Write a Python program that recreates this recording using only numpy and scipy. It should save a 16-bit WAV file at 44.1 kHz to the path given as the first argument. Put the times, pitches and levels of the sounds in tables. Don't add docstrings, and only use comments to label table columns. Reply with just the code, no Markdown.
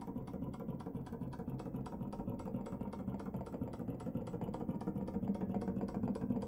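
import sys
import numpy as np
from scipy import signal
from scipy.fft import rfft, irfft, next_fast_len
from scipy.io import wavfile
from scipy.ndimage import uniform_filter1d

SR = 44100
rng = np.random.default_rng(int(sys.argv[2]) if len(sys.argv) > 2 else 0)


def waveform_to_disk(signal):
    frames = np.transpose(np.atleast_2d(signal))
    scaled = np.clip(frames, -1, 1) * 32767
    samples = np.round(scaled).astype(np.int16)
    wavfile.write(sys.argv[1], SR, samples)


N = 285327
FIRM_DB, SLACK_DB, PIN_DB = 1, 2, 6

# (frequency [Hz], level [dB])
SNAP = [(200, -2), (1200, 20.5), (3300, 8.5), (5000, 9.5), (6000, 9), (7000, 2.5), (8300, 5.5), (9500, 6),
        (10500, 1.5), (11400, -24), (15000, -16)]
SEAT = [(50, -51.5), (200, 22.5), (380, 4), (650, 11.5), (1000, 12.5), (1350, 16.5), (1900, -2), (3300, -5),
        (6000, -9.5), (12000, -64)]
CLUNK = [(60, -14.5), (200, -3.5), (380, -4.5), (500, 12), (620, -2), (800, -4), (1400, -32.5),
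         (2500, -41.5), (6000, -66)]
# (time [s], level [dB])
SNAP_STRENGTH = [(0, -5), (1.0, -6), (1.7, -0.5), (3, -3), (4.2, -2), (5.3, -4.5), (6.3, -0.5)]
THUD_STRENGTH = [(0, -54), (1.0, -18), (1.5, -5), (3.8, -6.5), (5.6, -1), (6.4, -2.5)]
# (frequency [Hz], gain [dB], t60 [s])
VALVE_MODES = [(2154, 10, .13), (3300, 6, .025), (4800, 11, .012), (5587, 17, .19), (6767, 9, .07),
               (7732, 25.5, .17), (10030, 11, .08), (10515, 18, 0.0074)]
# (frequency [Hz], t60 [s])
GEAR_DECAY = [(1000, 0.077), (3000, 0.072), (5000, 0.29), (8000, 0.48), (10500, 0.36)]
def valve():
    times = crank_at(0)
    snap = blows(times, along(SNAP_STRENGTH, times), SNAP, -62.5, chatter_s=.003, chatter=.83)
    seat = blows(times + .0045, 0, SEAT, -52.5, chatter_s=.002475, chatter=.25)
    thud = blows(times + .004924, along(THUD_STRENGTH, times), CLUNK, -47.5, .00605, .29)
    shimmer = gain_of(-6) * scatter(snap, GEAR_DECAY, delay_s=.0016, count=13)
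    return snap + seat + thud, gain_of(3) * ring(snap, VALVE_MODES) + shimmer


ANGLE = dict(valve=0, tick=.228, rod=.233, rebound=.312, thump=.559, cam=.635, crank=.716, back=.792)
# (frequency [Hz], level [dB])
TICK = [(300, -13), (2500, -11), (4000, -43.5), (7000, -7.5), (9000, -10.5), (11500, 4), (14000, 6),
        (15000, -6), (16000, -12)]
ROD = [(30, -14), (60, -19.5), (180, 14.5), (300, 9), (380, -14), (470, 12.5), (750, -7.5), (950, -13),
       (1300, 3.5), (2000, -21), (3300, -49), (6000, -65), (10000, -52)]
THUMP = [(30, -8.5), (70, -10.5), (130, -6), (250, 7.5), (370, -28.5), (520, -6), (800, -26.5), (1400, -19),
         (2500, -90), (6000, -101)]
def rod():
    tick = blows(*stroke(ANGLE["tick"], PIN_DB, swell=-1.27), TICK, -80, .00013, 1.1)
    knock = blows(*accented(*stroke(ANGLE["rod"], FIRM_DB, swell=.032)), ROD, -49.5, .0075, .94)
    clunk = blows(*stroke(ANGLE["rebound"] - .012, FIRM_DB, swell=-.22), CLUNK, -57.5, .0048, .99)
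    rebound = blows(*stroke(ANGLE["rebound"], FIRM_DB, swell=1), THUMP, -47, .0078, .18)
    return tick + knock + clunk + rebound


# (frequency [Hz], level [dB])
ROCK = [(30, -13), (90, -22.5), (130, -3), (170, -9), (260, -29), (600, -48.5), (3000, -69)]
SQUEAK = [(1500, -35), (2400, -7), (2900, -1.5), (3400, -16.5), (4100, -29.5), (9000, -23)]
def piston():
    thump = blows(*accented(*stroke(ANGLE["thump"], FIRM_DB, swell=.2)), THUMP, -44.5, .013, .18)
    rock = blows(*stroke(ANGLE["thump"] + .0355, FIRM_DB, swell=-.074), ROCK, -45, .0024, 1)
    squeak = blows(*stroke(ANGLE["cam"] - .005, SLACK_DB, swell=0), SQUEAK, -71, .003, .7)
    return thump + rock + squeak


def cam():
    tick = blows(*stroke(ANGLE["cam"], PIN_DB, swell=-.3), TICK, -69, .0007, 1.1)
    return tick + blows(crank_at(ANGLE["cam"]) + .003, 0, CLUNK, -55, .00724, 1)


# (frequency [Hz], level [dB])
CRANK = [(100, -53), (300, 22), (500, 17), (900, 15.5), (1400, 13.5), (2000, -37), (2600, -2.5),
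         (4000, -48), (8000, -73)]
RETURN = [(30, -2.5), (80, -7.5), (130, 4.5), (200, 23), (350, 5), (530, 13.5), (750, -13.5), (1300, -39.5),
          (2500, -17.5), (6000, -65), (10000, -100)]
def crank():
    knock = blows(*stroke(ANGLE["crank"], FIRM_DB, swell=.12), CRANK, -57.5, .007, .97)
    rock = blows(*stroke(ANGLE["back"] - .03, FIRM_DB, swell=-.56), ROCK, -54.5, .0021, .27)
    back = blows(*stroke(ANGLE["back"], SLACK_DB, swell=.89), RETURN, -48.5, .00473, 1)
    return knock + rock + back


# (frequency [Hz], level [dB])
HOLLOW = [(200, -10), (460, -16), (600, -24), (760, 12), (950, -0.5), (1200, -16), (2500, -32.5),
          (8000, -82)]
def afterknocks():
    after_valve = blows(*stroke(.0269, FIRM_DB, swell=-.23), HOLLOW, -61.5, .00163, .042)
    after_rod = blows(*stroke(ANGLE["rod"] + .01827, FIRM_DB, swell=-.28), HOLLOW, -62.5, .00304, .91)
    after_return = blows(*stroke(ANGLE["back"] + .0292, SLACK_DB, swell=.39), THUMP, -57, .01, .22)
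    return after_valve + after_rod + after_return


# (frequency [Hz], level [dB])
CLICK = [(500, -25), (2000, 7), (3500, -5.5), (5000, -4), (7500, -1.5), (10000, -17), (13500, -3),
         (16000, -1)]
CLINK = [(1000, -20), (3500, -9), (4800, -4), (6000, -10), (7300, 1), (8300, -3), (9800, -3), (12000, -12),
         (15000, -25)]
def crank_pin():
    click = blows(*stroke(ANGLE["tick"] - .002, SLACK_DB, swell=0), CLICK, -68.5, .004, .9)
    clink = blows(*stroke(ANGLE["back"] + .016, SLACK_DB, swell=.5), CLINK, -80, .002, .8)
    rattle = grit(*stroke(ANGLE["rod"] + .03, PIN_DB, swell=.3), CLINK, -79, rise_s=.002, fade_s=.01)
    rattle += grit(*stroke(ANGLE["thump"] - .02, SLACK_DB, swell=.3), CLINK, -78, .003, .006)
    return click + clink + rattle


# (frequency [Hz], level [dB])
GRATE = [(300, -9.5), (600, 2.5), (1000, 6.5), (1700, -10.5), (2400, -9.5), (3300, -21.5), (4200, -36.5),
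         (7000, -33), (10000, -34.5), (12000, -55)]
SHUDDER = [(80, -22), (150, -4), (280, -1), (370, -5), (480, 3), (600, -3), (750, -16), (1500, -30),
           (4000, -60)]
# (time [s], level [dB])
PLAY_GRATING = [(0, -5), (1.2, -5), (2.6, 0.5), (3.8, -3.5), (5.4, -1), (6.4, -7)]
PISTON_GRATING = [(0, -16), (1.2, -9), (2.3, -2), (3.9, -6), (4.7, 0.5), (5.4, -14), (6.4, -6)]
def grating():
    valve_s, rod_s = crank_at(ANGLE["valve"]), crank_at(ANGLE["tick"])
    piston_s, crank_s = crank_at(ANGLE["thump"]), crank_at(ANGLE["crank"])
    rod_db, piston_db = along(PLAY_GRATING, rod_s), along(PISTON_GRATING, piston_s)
    grate = (grit(valve_s + .003, along(PLAY_GRATING, valve_s), GRATE, -58, rise_s=.003, fade_s=.011)
             + grit(rod_s, rod_db, GRATE, -59.5, rise_s=.003, fade_s=.015)
             + grit(piston_s, piston_db, GRATE, -61.5, rise_s=.0036, fade_s=.026)
             + grit(crank_s, along(PLAY_GRATING, crank_s), GRATE, -65.5, rise_s=.004, fade_s=.016))
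    thud_db, heavy_rod_db = along(THUD_STRENGTH, valve_s), accented(rod_s, rod_db)[1]
    shudder = (grit(valve_s + .004, thud_db, SHUDDER, -55.5, rise_s=.004, fade_s=.018)
               + grit(rod_s + .002, heavy_rod_db, SHUDDER, -56, rise_s=.004, fade_s=.028)
               + grit(piston_s, piston_db, SHUDDER, -56, rise_s=.002, fade_s=.018))
    return grate + shudder


# (time [s], level [dB])
RATTLES = [(5.141, -17), (5.411, -5), (5.678, -15), (6.214, -14)]
# (frequency [Hz], level [dB])
RATTLE_SPECTRUM = [(200, -3), (500, -2), (900, -2), (1600, -25), (2400, -12), (4000, -33), (8000, -47),
                   (12000, -65)]
# (frequency [Hz], gain [dB], t60 [s])
RIM_MODES = [(545, 15, 0.15), (766, -8, 0.15), (804, 16, 0.17), (1560, 24, 0.18), (1690, 23, 0.13),
             (1810, 15.5, 0.21)]
def hard_rattles():
    times, strength_db = np.transpose(RATTLES)
    force = blows(times, strength_db, RATTLE_SPECTRUM, -49.5, chatter_s=.0076, chatter=.64, count=9)
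    force += grit(times, strength_db, GRATE, -52, rise_s=.0017, fade_s=.0091)
    return force, ring(force, RIM_MODES)


# (time [s], level [dB])
DRIVE_STRENGTH = [(0, -19), (1.8, -14.5), (2.6, -9), (3.4, -12), (4, -6.5), (5, -2.5), (5.6, -16), (6.4, 0)]
# (time [s], level [dB])
HARD_KNOCKS = [(2.197, -5), (2.478, -1.5), (2.611, -5), (2.809, -5), (3.144, -1), (3.342, -1), (3.409, 0),
               (3.542, 1.5), (3.677, -1), (3.737, -5), (3.88, -6), (4.414, 4), (4.544, 1), (4.746, -5),
               (5.278, 0.5), (5.545, 5), (5.678, 0), (5.812, 3), (5.945, 3), (6.032, -5), (6.078, 4),
               (6.362, -1), (6.412, -9)]
# (frequency [Hz], level [dB])
DRIVE_KNOCK = [(20, -45), (80, -18), (200, -3), (450, -2), (650, 3), (900, 0), (1400, -11), (2000, -18),
               (3000, -27), (3900, -40), (4800, -32), (6000, -44), (7300, -33), (9000, -50)]
# (frequency [Hz], gain [dB], t60 [s])
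DRIVE_MODES = [(690, 8, .018), (900, 5, .014), (2400, 4, .04), (4820, 13, 0.03), (7430, 17, .04),
               (8700, 12, 0.035)]
def drive(first_s=.0759, beat_s=.1334):
    beats = np.arange(first_s, N / SR, beat_s)
    hard_s, hard_db = np.transpose(HARD_KNOCKS)
    soft_db = along(DRIVE_STRENGTH, beats) + 1.5 * rng.uniform(-1, 1, len(beats))
    soft = abs(beats[:, None] - hard_s).min(1) > beat_s / 4
    times, strength_db = np.r_[beats[soft], hard_s], np.r_[soft_db[soft], hard_db]
    knocks = blows(times, strength_db, DRIVE_KNOCK, -54.5, chatter_s=.003, chatter=.5)
    knocks += grit(times, strength_db, GRATE, -62.5, rise_s=.0014, fade_s=.01)
    clunks = blows(times + .008904, strength_db, CLUNK, -56, chatter_s=.0017, chatter=.28)
    return gain_of(-8) * knocks + clunks, knocks + ring(knocks, DRIVE_MODES)


# (frequency [Hz], level [dB])
SCRAPE = [(1000, 6.5), (2000, -11), (2700, 2), (3300, -11), (4000, -20.5), (8000, -17.5), (11500, -9),
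          (14000, -46)]
LIFT = [(300, 2.5), (500, -10.5), (1000, -1), (2000, -22), (3400, -17), (5000, -20), (10000, -28),
        (12000, -42)]
RUMBLE = [(25, -7.5), (60, -1), (130, -3), (220, 4), (400, -13), (900, -36.5), (2000, -29), (4000, -101),
          (10000, -87)]
def friction():
    inward = rub(.608, SCRAPE, -68, width_s=.023)
    outward = rub(.2, SCRAPE, -76, width_s=.027)
    lift = rub(.025, LIFT, -62, width_s=.017)
    bearings = gain_of(-58.5 + .27 * along(SWELL, np.arange(N) / SR)) * noise(RUMBLE)
    return inward + outward + lift + bearings


# (frequency [Hz], gain [dB], t60 [s])
BASE_MODES = [(100, -14, 0.26), (134.7, 8, 0.14), (180.3, -0.5, 0.11), (203.9, 6, 0.2), (237.1, 6, 0.29),
              (281.8, 6.5, 0.15), (339.3, 10, 0.034), (409, 1.5, 0.092), (456, 12, .1), (490, 6, .06),
              (528, 4, .08), (562, 7, .12), (732, 10, .08), (795, 4, .07), (932, 11.5, .075),
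              (975, -3, 0.058), (1172, 0.5, 0.059), (1433, -8.5, 0.18), (1627, 1.5, 0.045),
              (2054, -0.5, 0.21), (2280, 4, 0.06), (2644, 0, 0.094), (3388, 4, 0.016)]
# (frequency [Hz], t60 [s])
FRAME_DECAY = [(400, 0.023), (1500, 0.029), (5000, 0.021), (12000, 0.012)]
def body(force):
    upper = signal.sosfilt(signal.butter(2, 550, "high", fs=SR, output="sos"), force)
    base = gain_of(-12) * force + ring(force, BASE_MODES)
    return base + gain_of(-2.5) * scatter(upper, FRAME_DECAY, delay_s=.0003, count=13)


# (frequency [Hz], t60 [s])
ROOM_DECAY = [(100, 0.3), (500, 0.25), (1000, .18), (2000, 0.21), (7000, 0.11), (14000, 0.05)]
def room(sound):
    return gain_of(-6) * scatter(sound, ROOM_DECAY, delay_s=.005, count=9)


# (frequency [Hz], level [dB])
ROOM_TONE = [(20, 25), (36, 2), (53, 19), (120, 8), (400, 18), (1000, 3), (3000, -37), (8000, -34.5),
             (12000, -31.5), (13500, -16.5), (14700, -12), (16000, -14.5)]
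def background():
    whine = gain_of(-91) * np.sqrt(2) * np.sin(2 * np.pi * 14955 * np.arange(N) / SR)
    return gain_of(-58.5) * noise(ROOM_TONE) + whine


# (time [s], speed [turns/s])
SPEED = [(0, 3.817), (1.86, 3.752), (4, 3.7175), (6.2, 3.719)]
def crank_at(phase, first_snap_s=.0123):
    starts = [first_snap_s]
    while starts[-1] < N / SR:
        starts.append(starts[-1] + 1 / along(SPEED, starts[-1]))
    return starts[:-1] + phase * np.diff(starts)


# (time [s], level [dB])
SWELL = [(0, -6.5), (1.2, -6.5), (2.5, -3), (4, -4), (5.4, 5), (6.4, 2.5)]
def stroke(phase, spread_db, swell):
    times = crank_at(phase)
    return times, swell * along(SWELL, times) + spread_db * rng.uniform(-1, 1, len(times))


# (time [s], extra level [dB])
HEAVY_STROKES = [(3.615, 4), (4.153, 2.5), (4.69, 4.5), (4.872, 6.5), (5.411, 4), (5.678, 4), (6.035, 2),
                 (6.304, 4)]
def accented(times, strength_db):
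    for s, extra_db in HEAVY_STROKES:
        strength_db = strength_db + extra_db * (abs(times - s) < .012)
    return times, strength_db


def blows(times, strength_db, spectrum, level_db, chatter_s, chatter, count=6, size=4096):
    log_gain = np.log(gain_of(read(spectrum, abs(np.fft.fftfreq(size, 1 / SR)))))
    pulse = np.fft.ifft(np.exp(np.conj(signal.hilbert(log_gain)))).real[:size // 2]
    pulse *= np.sqrt(SR / 100 / np.sum(pulse ** 2))
    bounce = np.arange(count)
    gap_stray, push_stray = rng.standard_normal((len(times), 2, count)).transpose(1, 0, 2)
    gaps = chatter_s / 2 * .72 ** bounce * (1 + .09 * gap_stray)
    lag = np.cumsum(gaps, 1) - gaps
    push = chatter * (-.7) ** bounce * (1 + .2 * push_stray)
    push[:, 0] = 1
    push *= (gain_of(level_db + strength_db) / np.linalg.norm(push, axis=1))[:, None]
    return place(pulse, times[:, None] + lag, push)


def grit(times, strength_db, spectrum, level_db, rise_s, fade_s, contacts_per_s=2500, spread_db=4):
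    t = np.arange(SR // 6) / SR
    shape = (1 - np.exp(-t / rise_s)) * np.exp(-t / fade_s)
    pressure = place(shape / shape.max(), times, gain_of(strength_db))
    contacts = (rng.random(N) < contacts_per_s / SR) * rng.choice([-1, 1], N)
    sizes = gain_of(spread_db * rng.standard_normal(N))
    return gain_of(level_db) * pressure * coloured(contacts * sizes, spectrum)


def rub(phase, spectrum, level_db, width_s, uneven_db=2.5):
    t, centres = np.arange(N) / SR, crank_at(phase)
    nearest = centres[np.searchsorted((centres[1:] + centres[:-1]) / 2, t)]
    envelope = np.exp(-((t - nearest) / width_s) ** 2)
    grip = unit_rms(uniform_filter1d(rng.standard_normal(N), size=160))
    return gain_of(level_db + uneven_db * grip) * noise(spectrum) * envelope


def ring(force, modes, wander_db=1.5, wander_per_s=8):
    t = np.arange(N) / SR
    knots = np.arange(0, N / SR + 1, 1 / wander_per_s)
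    sound = 0
    for hz, db, t60 in modes:
        damping, turn = np.log(1000) / abs(t60) / SR, 2 * np.pi * hz / SR
        r = np.exp(-damping)
        resonator = [0, 2 * damping * r * np.sin(turn)], [1, -2 * r * np.cos(turn), r * r]
        reach = np.interp(t, knots, gain_of(db + wander_db * rng.standard_normal(len(knots))))
        sound = sound + signal.lfilter(*resonator, force * reach)
    return sound


def scatter(x, decay, delay_s, count):
    hz, t, spectra = signal.stft(rng.standard_normal((count, SR // 2)), SR, nperseg=256)
    tails = signal.istft(spectra * gain_of(-60 * t / read(decay, hz)[:, None]), SR, nperseg=256)[1]
    tails /= np.sqrt(SR * read(decay, 1000) / (2 * np.log(1000)))
    tails = np.pad(tails, ((0, 0), (int(delay_s * SR), 0)))
    angle = np.linspace(0, count - 1, N) - np.arange(count)[:, None]
    facing = np.cos(np.pi / 2 * np.clip(angle, -1, 1))
    return signal.oaconvolve(x * facing, tails, axes=1)[:, :N].sum(0)


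def place(shape, times, heights):
    at = np.round(times * SR).astype(int)
    inside = (at >= 0) & (at < N)
    return signal.oaconvolve(np.bincount(at[inside], heights[inside], N), shape)[:N]


def coloured(x, spectrum):
    size = next_fast_len(N)
    colour = gain_of(read(spectrum, np.fft.rfftfreq(size, 1 / SR)))
    return unit_rms(irfft(rfft(x, size) * colour, size)[:N])


def noise(spectrum):
    return coloured(rng.standard_normal(next_fast_len(N)), spectrum)


def read(points, hz):
    f, value = np.transpose(points)
    return np.interp(np.log(hz + 1), np.log(f + 1), value)


def along(points, s):
    return np.interp(s, *np.transpose(points))


def gain_of(db):
    return 10 ** (np.asarray(db) / 20)


def unit_rms(x):
    return x / np.sqrt(np.mean(x ** 2) + 1e-20)


def scene():
    valve_force, valve_ring = valve()
    drive_force, drive_sound = drive()
    rattle_force, rim_ring = hard_rattles()
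    linkage = rod() + piston() + cam() + crank() + afterknocks() + crank_pin()
    force = valve_force + linkage + grating() + rattle_force + drive_force + friction()
    engine = body(force) + valve_ring + rim_ring + drive_sound
    return (engine + room(engine) + background())[None]


def record(dry):
    thinned = signal.sosfilt(signal.butter(2, 25, "high", fs=SR, output="sos"), dry)
    band_limit = signal.firwin(801, 15800, window=("kaiser", 9), fs=SR)
    return signal.oaconvolve(thinned, band_limit[None], "same")


dry = scene()
out = record(dry)
waveform_to_disk(out)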